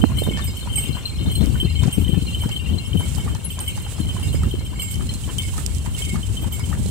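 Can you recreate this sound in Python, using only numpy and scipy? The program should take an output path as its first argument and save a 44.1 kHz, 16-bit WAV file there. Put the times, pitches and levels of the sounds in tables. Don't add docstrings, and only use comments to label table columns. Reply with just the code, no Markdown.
import sys
import numpy as np
from scipy import signal
from scipy.fft import rfft, irfft, next_fast_len
from scipy.io import wavfile
from scipy.ndimage import uniform_filter1d, map_coordinates

SR = 44100
rng = np.random.default_rng(int(sys.argv[2]) if len(sys.argv) > 2 else 0)


def generate_wav(signal):
    frames = np.transpose(np.atleast_2d(signal))
    scaled = np.clip(frames, -1, 1) * 32767
    pcm = np.round(scaled).astype(np.int16)
    wavfile.write(sys.argv[1], SR, pcm)


N = 304290


def amp(db):
    return 10 ** (np.asarray(db) / 20)


def unit(x):
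    return x / np.sqrt(np.mean(x ** 2, -1, keepdims=True) + 1e-20)


def curves(rows):
    s, *cols = np.transpose(rows)
    return [np.interp(np.arange(N) / SR, s, c) for c in cols]


def sides(pan_db):
    left = 1 / (1 + amp(-2 * np.asarray(pan_db)))
    return 2 * np.sqrt([left, 1 - left])


def wobble(rate):
    knots = rng.standard_normal((2, int(N * rate / SR) + 4))
    return np.array([map_coordinates(k, [np.arange(N) * rate / SR]) for k in knots])


def filtered(x, response):
    m = next_fast_len(N + 8192)
    return irfft(rfft(x, m) * response(np.fft.rfftfreq(m, 1 / SR)), m)[..., :N]


def coloured(x, spectrum):
    f, db = np.transpose(spectrum)
    return unit(filtered(x, lambda hz: amp(np.interp(np.log(hz + 1), np.log(f), db))))


def add(track, s, sound):
    part = track[:, max(round(s * SR), 0):][:, :sound.shape[1]]
    part += sound[:, :part.shape[1]]


# (time [s], level [dB], hollow pitch [Hz], relative shoe ring [dB])
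FOOTFALLS = [(0.097, -38, 1030, -19), (0.117, -35, 1070, -19), (0.266, -36, 1020, -20),
             (0.372, -38, 960, 19.5), (0.392, -30.5, 1140, 13), (0.672, -32.5, 956, -33),
             (0.78, -38, 800, -21), (0.968, -32.5, 990, -30), (1.26, -38, 890, -19), (1.425, -33, 676, -14),
             (1.554, -35, 1500, 6), (1.833, -30, 996, -6), (1.878, -33.5, 745, -24),
             (2.141, -43.5, 796, 12), (2.435, -31.5, 923, -18), (2.491, -37, 830, -16),
             (2.695, -44, 810, -23), (3.007, -34.5, 970, -21), (3.181, -34.5, 820, -23),
             (3.277, -32, 1170, -15), (3.35, -35.5, 900, 3), (3.585, -34, 1030, -25),
             (3.61, -35.5, 850, -20), (3.775, -35, 840, -23), (3.863, -36, 814, -10),
             (3.981, -37.5, 850, -21), (4.164, -34.5, 1034, -25), (4.196, -38, 840, -23),
             (4.343, -36.5, 694, -21), (4.433, -33, 1284, -24), (4.733, -38, 1030, -17),
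             (5.008, -36.5, 1250, -28), (5.29, -35, 990, 2), (5.537, -39, 974, -8.5), (5.58, -31, 1270, 5),
             (5.86, -34, 950, -29), (5.882, -41, 1030, -29), (6.156, -30, 1230, -25),
             (6.444, -35, 940, -36), (6.594, -36.5, 966, -14), (6.727, -29.5, 1250, -21)]
# (time [s], level [dB], length [s])
SHOE_SKIDS = [(0.364, -30, 0.044), (1.405, -37, 0.072), (1.829, -30, 0.027), (3.582, -36, 0.026),
              (4.424, -41, .04), (5.961, -37, 0.064), (6.154, -34, 0.023)]
SHOE_HZ, SHOE_T60 = 1774, 0.15
HOOF_PAN_DB, STRAY_DB = 6.5, 10
HEEL_S, HEEL_DB, HEEL_PITCH = 0.012, 3.5, 0.66


def hooves():
    out, t = np.zeros((2, N)), np.arange(SR // 8) / SR
    puff_band = signal.butter(N=2, Wn=[550, 2000], btype="band", fs=SR)
    for s, db, hz, shoe_db in FOOTFALLS:
        hollow = 1.6 * np.sin(2 * np.pi * hz * t)
        hollow += 0.4 * np.sin(2 * np.pi * rng.uniform(1.3, 1.6) * hz * t)
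        hollow += 0.5 * np.sin(2 * np.pi * rng.uniform(0.55, 0.75) * hz * t)
        clop = amp(-60 * t / 0.034) * hollow
        heel = amp(HEEL_DB - 60 * t / 0.013) * np.sin(2 * np.pi * HEEL_PITCH * hz * t)
        clop += 0.14 * np.pad(clop, (rng.integers(60, 300), 0))[:len(t)]
        grains = rng.standard_normal((2, len(t))) * (0.6 + 5 * (rng.random(len(t)) < 0.02))
        puff_shape = amp(-60 * t / 0.2) * (1 - np.exp(-t / 0.0023))
        puff = 1.4 * puff_shape * signal.lfilter(*puff_band, grains)
        scrape_shape = amp(-60 * t / 0.031) * (1 - np.exp(-t / 0.0043))
        scrape = 0.11 * scrape_shape * rng.standard_normal((2, len(t)))
        shoe = amp(shoe_db - 15.0 - 60 * t / SHOE_T60) * np.sin(2 * np.pi * SHOE_HZ * t)
        rise = 1 - np.exp(-t / 0.0007)
        gain = amp(db) * sides(rng.normal(HOOF_PAN_DB, STRAY_DB))[:, None] * rise
        add(out, s - HEEL_S, gain * (heel + 0.5 * puff[::-1]))
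        add(out, s, gain * (clop + puff + scrape + shoe))
    skid_band = signal.butter(N=2, Wn=[900, 6000], btype="band", fs=SR)
    for s, db, length in SHOE_SKIDS:
        grains = rng.standard_normal((2, len(t))) * (0.5 + 4 * (rng.random(len(t)) < 0.03))
        arch = np.sqrt(np.abs(np.sin(np.pi * np.clip(t / length, 0, 1))))
        add(out, s, amp(db) * arch * signal.lfilter(*skid_band, grains))
    return out


# (pitch [Hz], ...)
BELL_MODE_HZ = [
    [3050, 3092, 3140, 8247, 8680, 12900, 13175, 14095, 15000],
    [2182, 2250, 4983, 7497, 9272],
    [4142, 7860],
    [3647],
    [2785, 2494],
    [10585],
]
# (relative level [dB], decay by 60 dB [s], left-right [dB])
BELL_MODES = [
    [(4.5, 0.039, -6.5), (4, 0.12, -7), (-5, 0.095, 14), (0.5, 0.18, -11), (1, 0.067, -4), (-7, 0.06, 4),
     (-7, 0.12, 7), (-1, 0.14, 1), (-13, 0.05, -3)],
    [(-1.5, 0.26, 7), (-1, 0.069, -25), (-8.5, 0.13, -6), (-5, 0.31, -14), (3.5, 0.017, 20)],
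    [(4.5, 0.061, -4), (-18, 0.063, -16)],
    [(5.5, 0.071, -4)],
    [(11.5, 0.12, -4), (-9, 0.12, -27)],
    [(7.5, 0.088, 8)],
]
# (time [s], level [dB]);
# the first bell also has (overtone brightness [dB])
PELLET_BLOWS = [
    [(0.0154, -22.5, -17), (0.1705, -24.5, -3.5), (0.1835, -21.5, -5), (0.2334, -32, 3), (0.2488, -30, -18),
     (0.2952, -29, -11), (0.3346, -26, -24), (0.4414, -24, -7), (0.5676, -26.5, -9), (0.629, -33, -15),
     (0.728, -29.5, -5), (0.7562, -21, -3), (0.7826, -20, -3), (0.8375, -21.5, -11), (0.8689, -48, -2),
     (0.9063, -32.5, -7.5), (1.058, -33, -5), (1.2979, -31, -20), (1.3134, -22.5, -7), (1.352, -25, -2),
     (1.4346, -35, -3), (1.4696, -37, -10), (1.6003, -18.5, -15.5), (1.645, -29, -18), (1.7544, -23, -29),
     (1.7828, -33, -10), (1.915, -30, -17), (1.926, -24, -0.5), (2.0098, -28.5, -11), (2.0467, -24, -32),
     (2.0797, -21, -14.5), (2.118, -36, -17), (2.2114, -32.5, -19), (2.3291, -37, -10), (2.3456, -24, -15),
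     (2.4099, -25.5, -7.5), (2.5152, -24.5, -11.5), (2.5626, -28, -11), (2.59, -27, -19),
     (2.9302, -26.5, -34), (2.9711, -27, -12), (3.0594, -29, -16), (3.1737, -31, -4), (3.5029, -22, -10),
     (3.603, -33.5, 5.5), (3.6621, -31, -10), (3.677, -18.5, -7.5), (3.815, -42, 3), (4.0682, -32, -23),
     (4.0871, -27, -20), (4.2283, -32.5, -1), (4.3271, -31, -2.5), (4.5087, -25, -14),
     (4.6493, -30.5, -7.5), (4.779, -49, -8), (4.795, -22, -5), (4.8179, -34, 7.5), (4.9082, -31, 0.5),
     (4.9496, -32, -26), (5.002, -35, -15), (5.0893, -26, -19), (5.237, -34.5, -15), (5.29, -34, -15),
     (5.3847, -19.5, -12), (5.45, -38, -12), (5.4839, -32.5, -14), (5.86, -38, -15), (5.9449, -28.5, -14),
     (6.0192, -24.5, -22), (6.034, -24.5, -20), (6.0846, -33, -21), (6.2297, -30, -16), (6.3664, -28, -14),
     (6.4163, -30, -7), (6.5221, -29.5, 0), (6.6353, -31, -15), (6.7, -37.5, -17)],
    [(0.184, -34), (0.3127, -26.5), (0.4743, -31.5), (0.7746, -27), (0.8774, -35), (1.665, -42),
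     (1.6965, -36), (1.76, -34), (2.495, -35), (3.028, -32.5), (3.1971, -33), (3.6721, -32), (4.2308, -31),
     (4.3505, -31), (4.59, -36), (4.68, -43), (4.757, -36.5), (4.7885, -31), (4.8179, -27), (4.9097, -38),
     (4.955, -34), (5.3946, -35), (5.4316, -33), (5.9823, -33), (6.0656, -33), (6.092, -31), (6.535, -30.5),
     (6.6, -32)],
    [(0.0528, -32), (0.1875, -27.5), (1.055, -13), (1.1, -29), (1.158, -30.5), (1.19, -30), (1.3543, -18.5),
     (1.4172, -29), (1.6462, -25), (1.698, -32), (1.75, -33), (2.2194, -27.5), (2.2648, -25.5),
     (2.328, -40), (2.396, -38), (2.7277, -33.5), (2.7836, -22.5), (4.2896, -30.5), (4.59, -35),
     (4.8025, -35), (5.0933, -24.5), (5.1432, -28), (6.8613, -33)],
    [(0.2354, -29), (0.42, -32), (0.6265, -37), (0.8056, -40), (0.8639, -39), (1.2595, -30), (1.4057, -32),
     (1.82, -31), (2.0966, -40), (4.2772, -30), (4.49, -42), (5.42, -37), (6.0472, -40)],
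    [(0.7926, -38), (0.836, -36), (1.7005, -40.5), (1.7529, -37), (1.929, -34), (2.2787, -34), (2.325, -37),
     (2.51, -38), (2.595, -36), (2.6589, -33), (2.7965, -37.5), (2.8409, -44), (3.684, -40), (4.2258, -45),
     (4.2482, -33), (4.816, -37), (5.9628, -41)],
    [(0.19, -35.5), (0.2334, -37), (0.6325, -46), (0.6809, -38), (0.865, -47), (2.0188, -40), (2.4104, -48),
     (2.8709, -39.5), (2.9896, -33), (3.1318, -42), (3.4456, -31), (3.5538, -45), (4.0003, -42),
     (4.14, -44), (6.0162, -41)],
]
ROLLING_DB = [-4, -15, -9.5, -19, -16, -19]
# (time [s], left-right [dB], shaking [dB])
HARNESS_SHAKE = [(0.0, 20, -41), (0.44, 12, -40), (0.73, 22, -42), (1.04, 11, -38), (1.58, 9, -41),
                 (2.4, 11, -40.5), (3.48, 11, -44), (3.82, 9.5, -42), (6.69, 8, -50), (6.9, 17, -47)]
REBOUND_S, REBOUND_DB = 0.03, -15
PORT_LAG = np.array([[0], [np.pi / 2]])


def bells():
    pan_db, shake_db = curves(HARNESS_SHAKE)
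    out, t = np.zeros((2, N)), np.arange(N) / SR
    for mode_hz, modes, strikes, rattle_db in zip(BELL_MODE_HZ, BELL_MODES, PELLET_BLOWS, ROLLING_DB):
        strikes = np.array(strikes, float)
        again = strikes + np.eye(strikes.shape[1])[1] * REBOUND_DB
        again[:, 0] += REBOUND_S * (0.22 + rng.exponential(size=len(again)))
        again = again[again[:, 0] < (N - 1) / SR]
        s, db, *bright_db = np.r_[strikes, again].T
        draw = rng.random((700, 2))
        when = np.r_[s * SR, draw[:, 0] * (N - 1)].astype(int)
        rolling_db = rattle_db + shake_db[when[len(s):]] - 3.2 * np.log(draw[:, 1] + 0.01)
        phase = 2 * np.pi * rng.random(len(when))
        for hz, (mode_db, t60, mode_pan) in zip(mode_hz, modes):
            overtone = hz > 4500
            soft = 130 + 250 * overtone
            chance = rng.standard_normal((len(when), 3))
            blow_db = db + overtone * (0.5 + sum(bright_db))
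            size_db = np.r_[blow_db, rolling_db - 13 * overtone] + mode_db - 10.5
            size_db += (2 + 2.5 * overtone) * chance[:, 0]
            turn = 1j * phase + 0.3j * chance[:, 1:].T + 1j * PORT_LAG
            blows = np.zeros((2, N), complex)
            blows[:, when] = amp(size_db) * np.exp(turn)
            envelope = signal.lfilter([1], [1, -amp(-60 / t60 / SR)], blows)
            envelope += 0.24 * signal.lfilter([1], [1, -amp(-26 / t60 / SR)], blows)
            real = uniform_filter1d(envelope.real, size=soft, origin=40)
            imag = uniform_filter1d(envelope.imag, size=soft, origin=40)
            sway = wobble(60)
            waver = (1 + 0.7 * overtone) * (0.9 * sway.mean(0) + 0.4 * sway[::-1])
            envelope = (real + 1j * imag) * amp(2.2 * sway) * np.exp(1j * waver)
            ringing = (envelope * np.exp(2j * np.pi * hz * t)).real
            out += sides(pan_db * (1 - overtone) + mode_pan) * ringing
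    return out


# (middle pitch [Hz], spread in log pitch [ratio], decay by 60 dB [s])
BUCKLE_CHINK = (3150, .26, 0.048)
LINK_CLINK = (2750, 0.147, 0.041)
STUD_GLINT = (9300, 0.31, 0.057)
# (frequency [Hz], level per Hz [dB])
SHIMMER_COLOUR = [(5000, -7), (7000, -15), (8500, 18), (9800, -7), (11500, -15), (13000, 14), (14300, -6),
                  (15500, -18)]
GLINT_DB = -11.5
JOLT_GLINT_DB, JOLT_CHINK_DB = -16.5, -12
SETTLE_S = 0.04


def chains():
    pan_db, shake_db = curves(HARNESS_SHAKE)
    s, db, bright_db = np.transpose(PELLET_BLOWS[0])

    def at(curve, times):
        return curve[np.minimum((times * SR).astype(int), N - 1)]

    def after(count):
        return (s[:, None] + SETTLE_S * rng.exponential(size=(len(s), count))).ravel()

    loose, loose_high = rng.random(size=2000) * N / SR, rng.random(size=2400) * N / SR
    low, high = after(count=8), after(count=20)
    low_db = np.repeat(db, repeats=8) + JOLT_CHINK_DB
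    high_db = np.repeat(db + bright_db, repeats=20) + JOLT_GLINT_DB
    out = pings(loose, at(shake_db, loose), at(pan_db, loose), BUCKLE_CHINK, count=900)
    out += pings(low, low_db, at(pan_db, low), LINK_CLINK, count=900)
    out += pings(loose_high, at(shake_db, loose_high) + GLINT_DB, -1.3, STUD_GLINT, count=1800)
    out += pings(high, high_db, -1.5, STUD_GLINT, count=1800)
    jolts = np.bincount((s * SR).astype(int), amp(db + bright_db - 14.0), N)
    shimmer = np.abs(signal.fftconvolve(jolts, np.hanning(300))[:N]) / 150
    shimmer = signal.lfilter([1], [1, -amp(-60 / 0.24 / SR)], shimmer)
    return out + shimmer * sides(1)[:, None] * coloured(rng.standard_normal((2, N)), SHIMMER_COLOUR)


SCATTER_DB = 3


def pings(s, db, pan_db, kind, count):
    hz, spread, t60 = kind
    t, draw = np.arange(count) / SR, rng.standard_normal((len(s), 3))
    pitch = np.clip(hz * np.exp(spread * draw[:, :1]), 1500, 20000)
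    shape = amp(-60 * t / t60) * (1 - np.exp(-t / 0.0095))
    notes = amp(db + SCATTER_DB * draw[:, 1])[:, None] * shape * np.sin(2 * np.pi * pitch * t)
    where = ((s * SR).astype(int)[:, None] + np.arange(count)).ravel()
    gains = sides(pan_db + 7 * draw[:, 2])
    return np.array([np.bincount(where, (g[:, None] * notes).ravel(), N)[:N] for g in gains])


# (time [s], relative level [dB])
GRIT_LEVEL = [(0.0, -43), (0.25, -43.5), (0.84, -42.5), (1.07, -44), (1.45, -43.5), (1.7, -44.5),
              (1.9, -40), (2.11, -45), (2.35, -40), (2.58, -46), (2.9, -44), (3.13, -36.5), (3.4, -44.5),
              (3.63, -41.5), (4.27, -40), (4.7, -46), (4.9, -40.5), (5.57, -34.5), (5.9, -41.5),
              (5.98, -33), (6.08, -33), (6.18, -41), (6.9, -37.5)]
# (frequency [Hz], level per Hz [dB])
GRIT_COLOUR = [(1500, -11), (3000, 3.5), (4500, -1.5), (6000, -0.5), (8000, 10), (9500, 4.5), (11500, -4.5),
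               (15500, -6.5), (17000, -37)]
# (frequency [Hz], level per Hz [dB])
ROLL_COLOUR = [(200, 11.5), (450, 11.5), (700, 4.5), (1000, 6), (1600, 0), (3000, -9.5), (5000, -8.5),
               (9000, -21), (15500, -39)]
# (time [s], level [dB])
PEBBLE_SNAPS = [(1.146, -34), (1.459, -23.5), (1.8336, -19), (1.873, -23), (2.492, -20), (3.1006, -31),
                (3.15, -18), (3.1823, -21.5), (3.3496, -19), (3.5913, -17), (3.767, -25), (3.775, -22.5),
                (4.0567, -25), (4.1977, -25), (4.434, -22), (4.597, -30), (4.667, -32), (4.8334, -28),
                (4.9416, -20), (4.957, -21.5), (5.0928, -25), (5.1392, -19.5), (5.1776, -32), (5.3833, -13),
                (5.421, -23), (5.5333, -28), (5.58, -18.5), (5.663, -7.5), (5.7483, -19), (5.7836, -22),
                (5.8436, -30), (5.9658, -22), (6.595, -21), (6.72, -30), (6.861, -19.5)]
CRACK_PAN_DB = -14
SNAP_HZ, DB_PER_OCTAVE = 4300, 32


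def wheels():
    grit_db, = curves(GRIT_LEVEL)
    spikes = (rng.random((2, N)) < 0.006) * rng.exponential(size=(2, N))
    grains = rng.standard_normal((2, N)) * (1 + 1.5 * spikes)
    grains *= amp(1.5 * wobble(30) + 2.1 * wobble(70))
    out = amp([0.13 * grit_db - 44.0, grit_db + 2.5]) * coloured(grains, GRIT_COLOUR)
    roll = rng.standard_normal((2, N)) + 1.07 * rng.standard_normal(N)
    roll *= amp(2.8 * wobble(90)[0])
    out += amp(-45.5 + 1.1 * wobble(5.6) + 1.45 * wobble(16)) * coloured(roll, ROLL_COLOUR)
    t = np.arange(SR // 40) / SR
    band = signal.butter(N=2, Wn=[3500, 10500], btype="band", fs=SR)
    for s, db in PEBBLE_SNAPS:
        hz = SNAP_HZ * 2 ** (-db / DB_PER_OCTAVE)
        tones = sum(np.sin(2 * np.pi * hz * k * t) for k in rng.uniform(0.7, 1.5, size=3)) / 1.7
        snap = amp(-60 * t / 0.0043) * (1 - np.exp(-t / 0.00032)) * tones
        crumbs = 0.35 * amp(-60 * t / 0.016) * signal.lfilter(*band, rng.standard_normal((2, len(t))))
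        add(out, s, amp(db) * sides(CRACK_PAN_DB)[:, None] * (snap + crumbs))
    return out


# (time [s], strength [dB], left-right [dB])
GUSTS = [(0.0, -22, -4), (0.06, -24.5, -16), (0.13, -23.5, -1), (0.4, -30, -2), (0.46, -24, 7),
         (0.59, -33, -4.5), (0.92, -23, 10.5), (1.02, -34, -1.5), (1.22, -24, 1), (1.46, -23.5, 13),
         (1.59, -23, 1), (1.63, -21.5, 10.5), (1.84, -22, 12), (1.9, -29.5, 4), (2.0, -21, 7.5),
         (2.06, -23, 7), (2.19, -25, 12), (2.29, -26, 3), (2.63, -30, 2.5), (2.71, -20, 14), (2.8, -30, 0),
         (2.92, -23, 9.5), (3.88, -31.5, 0), (4.04, -21.5, 11), (4.11, -30, -4.5), (4.48, -19.5, -3),
         (4.52, -27.5, 2), (6.65, -27.5, 4), (6.69, -25.5, 12), (6.9, -23, -4.5)]
# (time [s], level [dB], left-right [dB], swing pitch [Hz])
EDDIES = [(0.037, -2, -31, 197), (0.219, -16.5, -45, 250), (0.272, -19.5, -42, 152), (0.285, -13, -25, 177),
          (0.31, -20.5, -24, 294), (0.893, -16.5, 33, 156), (1.21, -19.5, 17, 150), (1.319, -32, -10, 170),
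          (1.38, -16, 9, 99), (1.411, -13.5, 23, 148), (1.513, -22, 13, 107), (1.745, -31, 17, 131),
          (1.799, -23, 15, 150), (1.438, -11.5, 25, 192), (1.629, -18, 20, 239), (1.649, -10.5, 10, 137),
          (1.827, -10.5, 11, 109), (1.856, -11.5, 26, 170), (1.877, -9.5, 21, 147), (1.98, -6, 26, 166),
          (2.092, -10.5, 25, 174), (2.131, -9.5, 19, 145), (2.175, -9, 34, 152), (2.222, -15.5, 29, 173),
          (2.457, -14.5, 13, 186), (2.742, -10, 32, 148), (3.196, -23, 0, 152), (4.001, -14.5, 23, 195),
          (4.342, -19.5, -42, 154), (4.436, -25, 11, 166), (4.539, -17, 29, 310), (6.132, -18.5, 13, 167),
          (6.694, -17, 15, 149), (6.856, -19, -29, 160)]
# (frequency [Hz], level per Hz [dB])
BUFFET_COLOUR = [(15, -62), (30, -32), (50, -5.5), (75, -1), (110, -4.5), (160, -14), (260, -31),
                 (500, -61)]
FLUTTER_COLOUR = [(60, -16), (130, -5), (190, 5), (280, -2.5), (400, -11), (600, -21), (1000, -27.5),
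                  (2500, -44.5)]
WAKE_COLOUR = [(50, -11), (100, 3), (200, 1), (350, -2), (550, -17), (900, -36), (2000, -49)]
GUSTY_DB, GUSTS_PER_S = 1.5, 8
SHARED = 0.59
EDGE_DB, EDGE_PER_PAN, EDGE_HZ = -13, -0.43, 348
WAKE_DB, WAKE_S = -14, 0.012


def wind():
    strength_db, pan_db = curves(GUSTS)
    gust_db = strength_db + 20 * np.log10(sides(pan_db)) + GUSTY_DB * wobble(GUSTS_PER_S)
    lumps = wobble(22)
    turbulence = rng.standard_normal((2, N)) + SHARED * rng.standard_normal(N)
    buffet = unit(amp(1.23 * lumps) * coloured(turbulence, BUFFET_COLOUR))
    patches = amp(2.5 * lumps + 4.5 * wobble(60))
    flutter = unit(patches * coloured(rng.standard_normal((2, N)), FLUTTER_COLOUR))
    out = amp(gust_db) * (buffet + amp(0.057 * (gust_db + 25.0) - 10.0) * flutter)
    wake = coloured(rng.standard_normal((2, N)), WAKE_COLOUR)
    for s, db, pan_db, hz in EDDIES:
        gains = sides(pan_db)[:, None]
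        turn = np.arange(-1.5 * SR / hz, 2.5 * SR / hz) * hz / SR - 0.6
        swing = np.exp(-(turn / 0.6) ** 2) * np.cos(2 * np.pi * turn + rng.uniform(0, 2 * np.pi))
        edge = np.cos(2 * np.pi * EDGE_HZ / hz * turn + rng.uniform(0, 2 * np.pi))
        edge *= np.exp(-(turn / hz / 0.00093) ** 2)
        swing += amp(EDGE_DB + EDGE_PER_PAN * pan_db) * edge
        add(out, s - 1.512 / hz, amp(db) * gains * swing)
        near = np.clip(round(s * SR) + np.arange(-1500, 2500), 0, N - 1)
        hump = np.exp(-((near / SR - s - 0.005) / WAKE_S) ** 2)
        out[:, near] += amp(db + WAKE_DB) * gains * hump * wake[:, near]
    return out


def scene():
    return hooves() + bells() + chains() + wheels() + wind()


TOP_HZ = 15840


def record(dry):
    soft = dry / (1 + np.abs(dry) ** 8) ** (1 / 8)
    return filtered(soft, lambda hz: hz < TOP_HZ)


dry = scene()
out = record(dry)
generate_wav(out)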